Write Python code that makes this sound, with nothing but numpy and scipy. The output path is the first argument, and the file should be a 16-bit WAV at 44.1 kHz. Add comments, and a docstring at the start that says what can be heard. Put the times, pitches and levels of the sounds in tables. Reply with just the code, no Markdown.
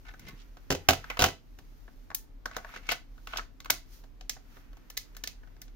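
"""Knocks, clacks and clicks: a pocket tape player is handled above a desk in a quiet room.
A cassette slides in, the lid snaps shut, buttons click; fingers rustle on the case and the cord drags.
Every blow is a short chatter of contacts cracking in five bands and ringing plastic and sheet-metal modes.
Friction is uneven noise, the room air and deep rumble are steady noise, and reflections are dying noise.
Two microphone ports colour each side; then a gain control ducks the loud blows and creeps back."""
import sys
import numpy as np
from scipy import signal
from scipy.fft import rfft, irfft, next_fast_len
from scipy.io import wavfile
from scipy.ndimage import uniform_filter1d

SR = 44100
rng = np.random.default_rng(int(sys.argv[2]) if len(sys.argv) > 2 else 0)


def to_wav(s):
    """Save 16-bit WAV."""
    ch = np.atleast_2d(s).T  # columns
    pcm = np.round(np.clip(ch, -1, 1) * 32767)  # PCM
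    wavfile.write(sys.argv[1], SR, pcm.astype(np.int16))


N = 253663


def amp(db):
    """Decibels to gain."""
    return 10 ** (np.asarray(db) / 20)


def rms_one(x):
    """Scales to unit rms."""
    return x / np.sqrt(np.mean(x ** 2) + 1e-20)


def at_hz(points, hz):
    """Reads a spectrum table on a log-frequency axis."""
    p = np.array(points)
    return np.interp(np.log(np.maximum(hz, 1)), np.log(p[:, 0]), p[:, 1])


def band(x, low_hz, high_hz, order=2):
    """Butterworth band-pass."""
    sos = signal.butter(order, [low_hz, min(high_hz, SR / 2.2)], "band", fs=SR, output="sos")
    return signal.sosfilt(sos, x)


def decaying(t, t60_s):
    """Envelope that falls 60 dB in t60_s."""
    return np.exp(-np.log(1000) * t / t60_s)


def ring(t, hz, db, t60_s):
    """One mode's answer to a click: a dying sine, its energy set by db."""
    wave = np.sin(2 * np.pi * hz * t) * decaying(t, t60_s)
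    return amp(db) * wave / np.linalg.norm(wave)


def lumpy(depth_db, width, length):
    """Slow random gain: smoothed noise (width in samples) with an rms swing of depth_db."""
    return amp(depth_db * rms_one(uniform_filter1d(rng.standard_normal(length), width)))


def stereo_pair(mid, side, likeness):
    """Left and right that share as much as the likeness says: 0 unrelated, 1 the same."""
    return np.sqrt(1 + likeness) * mid + np.sqrt(1 - likeness) * side * [[1], [-1]]


def add(out, start_s, sound, pan_db):
    """Mixes a sound in at start_s; positive pan_db leans left."""
    i = round(start_s * SR)
    out[:, i:i + sound.shape[-1]] += sound[..., :N - i] * amp([[pan_db / 2], [-pan_db / 2]])


# room air and microphone hiss: pitch_hz [Hz], density_db [dB per Hz, relative]
AIR_SPECTRUM = [(32, -27), (55, -9), (87, -7.5), (118, -12), (204, -18), (266, -10.5), (337, -20),
                (584, -27), (5910, -44.5), (8260, -54), (11000, -55.5), (12700, -48.5), (14600, -46),
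                (16500, -62.5)]
# how alike the air sounds left and right: pitch_hz [Hz], likeness [0 to 1]
AIR_LIKENESS = [(25, 0), (130, 0.084), (600, 0.21), (1500, 0.0), (15000, 0.43)]
AIR_DB = -59.5


def hum():
    """Room air and hiss: steady noise shaped by a spectrum, partly alike in the two channels."""
    size = next_fast_len(N)
    hz = np.arange(size // 2 + 1) * SR / size
    mid, side = rfft(rng.standard_normal((2, size))) * amp(at_hz(AIR_SPECTRUM, hz))
    pair = stereo_pair(mid, side, at_hz(AIR_LIKENESS, hz))
    return amp(AIR_DB) * rms_one(irfft(pair, size)[:, :N])


RUMBLE_HZ, RUMBLE_WIDTH_HZ, RUMBLE_DB = 36, 13, -50


def rumble():
    """A machine somewhere in the building: a narrow band of deep noise, nearly alike left and right."""
    low_hz, high_hz = RUMBLE_HZ - RUMBLE_WIDTH_HZ / 2, RUMBLE_HZ + RUMBLE_WIDTH_HZ / 2
    noise = rng.standard_normal((2, N + SR))
    mid, side = band(noise, low_hz, high_hz, order=3)[:, SR:]   # skip the filter's start-up
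    return amp(RUMBLE_DB) * rms_one(mid + 0.34 * side * [[1], [-1]])


# skin on the case: time_s [s], dull_db [dB], bright_db [dB]
SKIN_LEVELS = [(0, -78.5, -70.5), (.3, -65, -68.5), (.55, -77, -72.5), (1.15, -57, -63),
               (1.399, -84.5, -79.5), (1.599, -77, -70.5), (2.05, -79, -72), (2.4, -90, -86),
               (2.699, -56.5, -62.5), (3.05, -83.5, -79.5), (3.35, -73, -60.5), (3.5, -90, -81),
               (3.83, -78, -79), (3.94, -70.5, -56.5), (4.12, -86, -82), (4.419, -76, -74.5),
               (4.57, -66.5, -63.5), (4.679, -73, -75), (5.1, -73, -72), (5.75, -78, -79)]


def rustle():
    """Dense uneven grains of friction, clumped by stick and slip, in a dull and a bright band."""
    time_s, dull_db, bright_db = np.transpose(SKIN_LEVELS)
    t = np.arange(N) / SR
    unevenness = amp(2.0 * rng.standard_normal(N)) * lumpy(0.68, 500, N)
    dull_grains, bright_grains = rng.standard_normal((2, 2, N)) * unevenness
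    dull = amp(np.interp(t, time_s, dull_db)) * rms_one(band(dull_grains, 700, 2000))
    bright = amp(np.interp(t, time_s, bright_db)) * rms_one(band(bright_grains, 4600, 15500))
    return dull + bright


# modes of the hollow shell: pitch_hz [Hz], level_db [dB], t60_s [s]
SHELL_MODES = [(513.6, 5, 0.034), (688.7, -0.5, 0.023), (747, -1, .04), (890, 1.5, 0.011),
               (1115, -3.5, 0.084), (1300, -3.5, .025), (1485, 3, 0.031)]
# modes of the sheet-metal lid: pitch_hz [Hz], level_db [dB], t60_s [s]
LID_MODES = [(1757, -1, 0.054), (2050, 1, 0.035), (2200, 2.8, .015), (2560, -2.5, 0.013), (3310, -14, 0.02),
             (3930, -8.5, .012)]
# plastic slides on plastic: start_s [s], hardest_s [s], body_db [dB], edge_db [dB], favoured_hz [Hz]
SCRAPE_EVENTS = [(0.044, 0.093, -48, -53, 1534), (0.195, 0.291, -53, -51.5, 2090),
                 (0.352, 0.416, -83, -55, 2000), (1.095, 1.113, -38, -51, 1840),
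                 (2.5, 2.556, -47.5, -51.5, 1640), (2.566, 2.585, -45.5, -57, 1300),
                 (2.711, 2.767, -49, -47.5, 2300), (2.821, 2.914, -47.5, -49.5, 2700),
                 (2.888, 2.913, -30, -25, 2520), (3.271, 3.337, -47, -47.5, 1410),
                 (3.337, 3.38, -43, -42, 1300)]
SLIPS_PER_S, CLUMP_DB = 4000, 3.0
# pressure builds to the hardest moment, then lets go
SCRAPE_SWELL_DB, SCRAPE_FALL_DB, SCRAPE_FALL_S = 16, 17.5, 0.038


def scrapes():
    """Uneven slips, in clumps, ring the shell and lid modes and hiss off the edges."""
    out, t = np.zeros((2, N)), np.arange(8192) / SR
    for start_s, hardest_s, body_db, edge_db, favoured_hz in SCRAPE_EVENTS:
        happens = rng.random((2, len(t))) < SLIPS_PER_S / SR
        slips = happens * rng.standard_normal((2, len(t))) * lumpy(CLUMP_DB, 300, len(t))
        swell_s = hardest_s - start_s
        end_s = swell_s + SCRAPE_FALL_S
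        fade = np.clip(np.minimum(t / .008, (end_s - t) / 0.021), 0, 1)
        pressure_db = np.interp(t, [0, swell_s, end_s], [-SCRAPE_SWELL_DB, 0, -SCRAPE_FALL_DB])
        slips = slips / np.std(slips) * fade * amp(pressure_db)
        modes = 0
        for hz, db, t60_s in SHELL_MODES[2:] + LID_MODES[:5]:
            favour_db = 8 * np.exp(-(np.log2(hz / favoured_hz) / 0.43) ** 2)
            modes = modes + ring(t[:4096], hz, db + favour_db, t60_s)
        ringing = signal.fftconvolve(slips, modes[None] / np.linalg.norm(modes), axes=1)[:, :len(t)]
        body = band(ringing + 0.21 * slips, 567, 2130)
        edge = band(slips, 2100, 8100)
        add(out, start_s, amp(body_db) * body + amp(edge_db) * edge, 0)
    return out


CORD_S, CORD_SPREAD_S, CORD_DB = .27, .11, -53.5   # middle, spread, level before the swell and fade


def cord():
    """The cord drags over the desk: a low lumpy rub, swelling and fading once."""
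    t = np.arange(N) / SR
    rub = rms_one(band(rng.standard_normal(N) * lumpy(3.8, 900, N), 55, 267))
    return amp(CORD_DB) * rub * np.exp(-((t - CORD_S) / CORD_SPREAD_S) ** 2)


# fingertips tap the case: start_s [s], level_db [dB], favoured_hz [Hz], hardness_db [dB]
TAP_EVENTS = [(0.137, -50, 1480, -3), (0.283, -55.5, 2150, 13.5), (0.568, -53.5, 1140, 1),
              (1.586, -56, 940, 8.5), (1.878, -54.5, 921, -11.5), (3.177, -58.5, 1443, -1),
              (4.037, -59, 732, 3), (4.365, -52.5, 742, -5.5), (4.567, -53, 860, -4.5),
              (4.729, -62, 1100, 4), (4.768, -60.5, 1100, 6), (5.432, -58.5, 1570, -6),
              (5.472, -62, 1690, -1.5), (5.564, -65.5, 2010, 6)]
# catches and buttons click: start_s [s], level_db [dB], favoured_hz [Hz], case_weight_db [dB], sparkle_db [dB]
CLICK_EVENTS = [(0.194, -58, 2200, 4, 0), (2.146, -36.5, 3740, -58, 6), (2.868, -58, 2750, -3, -6),
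                (2.904, -43.5, 2630, -18, -15), (3.371, -36.5, 3200, -8, -5.5), (3.602, -53.5, 2050, 7, -4),
                (3.645, -57.5, 1300, 9, 1), (3.702, -23.5, 2050, -5, 0.5), (4.209, -55.5, 740, 10, -8),
                (4.294, -31.5, 4170, -23, -3.5), (4.9, -51, 1840, -1, 1.5), (4.969, -43.5, 453, -8, -6),
                (4.973, -34.5, 2000, -18, 0), (5.148, -64.5, 1600, 11, -5), (5.166, -52, 1780, 5.5, 1.5),
                (5.237, -39.5, 1540, 0, -3), (5.273, -38.5, 2700, -7, -2), (5.616, -51, 1785, -2, 2),
                (5.679, -66.5, 1600, 10, -12.5)]
# the player knocks the desk: start_s [s], level_db [dB], favoured_hz [Hz], desk_thump_db [dB],
# hardness_db [dB], rattle_db [dB]
KNOCK_EVENTS = [(0.703, -28.5, 494, 7.5, 0.5, -31.5), (0.886, -13.5, 720, -7, -1.5, -22.5),
                (1.191, -27, 920, 1.5, 0, -29), (1.219, -19.5, 806, -2, -3, -27),
                (1.239, -19, 680, -7, 0, -30)]
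# loose parts land after each knock: delay_s [s], level_db [dB, on top of rattle_db]
RATTLE_LANDINGS = [(.010, -2), (.019, -0.5), (.045, -7.5)]
# plastic clacks on plastic: start_s [s], level_db [dB], favoured_hz [Hz], lid_ring_db [dB], hardness_db [dB]
CLACK_EVENTS = [(1.041, -44, 1370, 4, -3), (1.1, -39.5, 2211, 12.5, 7.5), (1.17, -40, 2270, 8.5, 1),
                (2.102, -46, 1130, -5, -5), (2.113, -45, 960, -17, -14), (2.456, -34, 1470, -4.5, 3),
                (2.512, -48, 1044, -5.5, -3), (2.565, -34, 673, -3, 6), (2.646, -43, 930, -10, -10),
                (2.69, -52.5, 1490, -4, -4), (2.738, -47, 1300, -10, -11), (2.76, -42.5, 1750, -3, -1),
                (2.889, -34.5, 2740, 14.5, 6.5), (2.918, -31.5, 1470, 7, 12.5), (3.271, -46, 1450, 8.5, 9),
                (3.334, -37, 1420, 12, -23), (3.358, -40.5, 2850, 9, -17), (3.384, -39.5, 1330, 8.5, -6),
                (3.393, -38, 1360, -14, -20), (3.657, -44.5, 1740, 7.5, 2), (3.699, -28.5, 2150, 8, -6)]
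# knock, clack, click, tap: shares_db of desk, shell, lid, edges, top [dB];
# moved, how far each colour column moves each share [dB per dB]; chatter_ms [ms]; pan_db [left-right dB]
BLOW_KINDS = [([0, -1, -7, -3.5, -5.5], [[1, 0.0036, 0, 0.14, 0], [-1, 0.0033, 0.9, 0.45, 0.35]],
              2.3, -0.4), ([-43.5, 0, -18, -11.5, -16], [[0, 0, 1.3, 0.037, 0],
              [0, 0.0018, 0.26, 0.65, 1.1]], 1.9, 1.6), ([-10.5, -8, -6.5, 1, 3], [[.9, 1, 0.32, 0.013, 0],
              [0, 0.16, 0.068, 0, 1.5]], 1.7, 2.1), ([0.5, -1, -15.5, -12.5, -17], [[0.5, 0, .9, 1, 1.6]],
              2.7, 0.8)]


def every_blow():
    """All blows as (start_s, five part levels in dB, favoured_hz, chatter_ms, pan_db)."""
    knocks = [knock[:-1] for knock in KNOCK_EVENTS]
    for start_s, _, *rest, rattle_db in KNOCK_EVENTS:
        for delay_s, db in RATTLE_LANDINGS:
            knocks.append((start_s + delay_s, rattle_db + db, *rest))
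    found = []
    events = (knocks, CLACK_EVENTS, CLICK_EVENTS, TAP_EVENTS)
    for rows, (shares_db, moved, chatter_ms, pan_db) in zip(events, BLOW_KINDS):
        for start_s, level_db, favoured_hz, *colour_db in rows:
            parts_db = level_db + np.array(shares_db) + np.array(colour_db) @ moved
            found.append((start_s, parts_db, favoured_hz, chatter_ms, pan_db))
    return found


# modes of the desk top: pitch_hz [Hz], level_db [dB], t60_s [s]
DESK_MODES = [(86.4, 1, .2), (135, -2.5, 0.15), (171, -1, 0.063), (275.8, -2.5, 0.17), (393.4, -4.5, 0.082)]
# modes of the stiff edges: pitch_hz [Hz], level_db [dB], t60_s [s]
EDGE_MODES = [(4400, 0, .008), (5300, 0, .008), (6050, 0, .008), (6900, 0, .008)]
# desk, shell, lid, edges, top: low_hz [Hz], high_hz [Hz], crack_db [toneless crack against the modes, dB],
# likeness [left-right, 0 to 1], stretch [times the chatter time]
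BODY_PARTS = [(55.6, 940, -6, 0.96, 0.86), (412, 1770, 3, 0.55, 1.1), (1389, 3240, 1.5, 0.13, 1),
              (3707, 8000, 14, 0.8, 1.1), (8500, 26000, 0, 0.19, 1.4)]
# the contacts stand out at the height of the chatter: strength, width as a share of the chatter time
SNAP, SNAP_WIDTH = 0.37, .12


def struck_bodies():
    """Each part's answers to one contact: a band-limited crack, then its modes."""
    t = np.arange(int(.3 * SR)) / SR
    bodies = []
    all_modes = (DESK_MODES, SHELL_MODES, LID_MODES, EDGE_MODES, [])   # the top only cracks
    for modes, (low_hz, high_hz, crack_db, likeness, stretch) in zip(all_modes, BODY_PARTS):
        crack = band(1.0 * (t == 0), low_hz, high_hz, order=4)
        answers = [amp(crack_db) * crack / np.linalg.norm(crack)]
        answers += [ring(t, *mode) / np.sqrt(len(modes)) for mode in modes]
        modes_hz = np.array([1] + [mode[0] for mode in modes])   # 1 Hz keeps the crack unfavoured
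        bodies.append((np.array(answers), modes_hz, likeness, stretch))
    return bodies


def blows():
    """A swelling and dying run of uneven contacts cracks in five bands and rings the modes.
    Returns the direct sound, and one clean pulse per blow: its sum over all directions, for the room."""
    direct, radiated = np.zeros((2, 2, N))
    bodies = struck_bodies()
    short = np.arange(4096) / SR
    for start_s, parts_db, favoured_hz, chatter_ms, pan_db in every_blow():
        grit = rng.standard_normal((2, len(short))) * amp(3.0 * rng.standard_normal(len(short)))
        for (answers, modes_hz, likeness, stretch), part_db in zip(bodies, parts_db):
            age = short / (stretch * chatter_ms / 1000)
            snap = SNAP * np.exp(-((age - 1) / SNAP_WIDTH) ** 2)
            shared, own = grit * ((age + 0.033) * np.exp(-age) + snap)
            # the struck spot moves its nearest modes most
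            favour_db = 13 * np.exp(-(np.log2(modes_hz / favoured_hz) / 0.32) ** 2)
            body = amp(favour_db + rng.normal(0, 2, len(answers))) @ answers
            contacts = stereo_pair(shared, own, likeness)
            part = signal.fftconvolve(body[None], contacts, axes=1)[:, :answers.shape[1]]
            level = amp(part_db) * np.sqrt(512)   # energy of that level held for 12 ms
            add(direct, start_s, level * part / np.sqrt(np.sum(part ** 2) / 2), pan_db)
            add(radiated, start_s + chatter_ms / 1000, level * body / np.linalg.norm(body), 0)
    return direct, radiated


# a spring twangs: start_s [s], pitch_hz [Hz], level_db [dB], t60_s [s]
SPRING_TONES = [(0.72, 820, -57.5, 0.82), (0.285, 1100, -55, 0.26), (0.272, 2070, -47, 0.12),
                (0.275, 3850, -60, 0.25), (0.275, 5100, -61, 0.12), (2.15, 880, -63, .45),
                (2.15, 1780, -68, .45)]


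def spring():
    """Thin tones, wavering in level, left ringing after a few of the blows."""
    out, t = np.zeros((2, N)), np.arange(SR // 2) / SR
    for start_s, hz, db, t60_s in SPRING_TONES:
        waver = 1 + 0.31 * rms_one(uniform_filter1d(rng.standard_normal(len(t)), 600))
        envelope = waver * decaying(t, t60_s) * np.minimum(t / 0.0021, 1)
        add(out, start_s, amp(db) * np.sin(2 * np.pi * hz * t) * envelope, 0)
    return out


# reflections by band: centre_hz [Hz], level_db [dB], t60_s [s], likeness [left-right, 0 to 1]
ROOM_BANDS = [(125, -3, 0.38, 1), (378, -1.5, 0.19, .7), (1006, -9, 0.2, 0.1), (2880, -9, 0.23, 0.28),
              (6500, -9, 0.21, 0.1), (13000, -9, 0.17, 0.1)]


def room(x):
    """Diffuse reflections: noise dying band by band, after a build-up of 1.6 ms."""
    t = np.arange(SR // 2) / SR
    echo = 0
    for hz, db, t60_s, likeness in ROOM_BANDS:
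        fall = decaying(t, t60_s)
        mid, side = band(rng.standard_normal((2, len(t))), hz / 1.65, hz * 1.65) * fall
        pair = stereo_pair(mid, side, likeness)
        echo = echo + amp(db) * pair / np.sqrt(2 * np.sum(fall ** 2))
    echo = echo * np.minimum(t / 0.0016, 1)
    return signal.fftconvolve(x.mean(axis=0)[None], echo, axes=1)[:, :N]


# tilt between the two ports: pitch_hz [Hz], left_right_db [dB]
PORT_TILT = [(60, 2.5), (110, -1), (200, 1), (380, 0), (700, -2), (1290, -0.5), (2380, 0.5), (4400, -3.5),
             (8120, -4), (15000, 7.5)]
# colour shared by both ports: pitch_hz [Hz], level_db [dB]
PORT_COLOUR = [(300, -7), (3000, 7), (6500, 0), (7400, -7.5), (8250, -12.5), (9500, -4.5), (10900, -11),
               (13000, 0.5), (15300, -3), (16200, -7.5)]
LEFT_LEAD_US = 50.1


def ports(x):
    """Two microphone ports: a shared colour, a tilt between them and a small lead of the left."""
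    size = next_fast_len(N + 4096)
    hz = np.arange(size // 2 + 1) * SR / size
    lead = np.exp(1j * np.pi * hz * LEFT_LEAD_US * 1e-6)   # half the lead; the right lags by the rest
    half = amp(at_hz(PORT_TILT, hz) / 2) * lead
    return irfft(rfft(x, size) * amp(at_hz(PORT_COLOUR, hz)) * [half, 1 / half], size)[:, :N]


def scene():
    """Player and hands heard through room and ports, over the cord, hum and rumble."""
    direct, radiated = blows()
    near = spring() + rustle() + scrapes()
    handled = ports(direct + near + room(radiated + near))
    return handled + cord() + hum() + rumble()


LIMIT, CUTOFF_HZ = 1.05, 17000   # ceiling of the rounded peaks; treble 90 dB down from here


def record(dry):
    """Gain control: loud blows pull the gain down, it creeps back; peaks are rounded, the treble is cut."""
    threshold_db, slope, release_db_s, smoothing_s = -30, 0.13, 12, 0.011
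    t = np.arange(N) / SR
    level_db = 10 * np.log10(uniform_filter1d(np.mean(dry ** 2, axis=0), 441) + 1e-12)   # over 10 ms
    cut_db = slope * np.maximum(level_db - threshold_db, 0)
    held_db = np.maximum.accumulate(cut_db + release_db_s * t) - release_db_s * t
    r = np.exp(-1 / (smoothing_s * SR))
    gain = amp(-signal.lfilter([1 - r], [1, -r], held_db))
    rounded = LIMIT * np.tanh(dry * gain / LIMIT)
    return signal.sosfilt(signal.cheby2(16, 90, CUTOFF_HZ, fs=SR, output="sos"), rounded)


dry = scene()
out = record(dry)
to_wav(out)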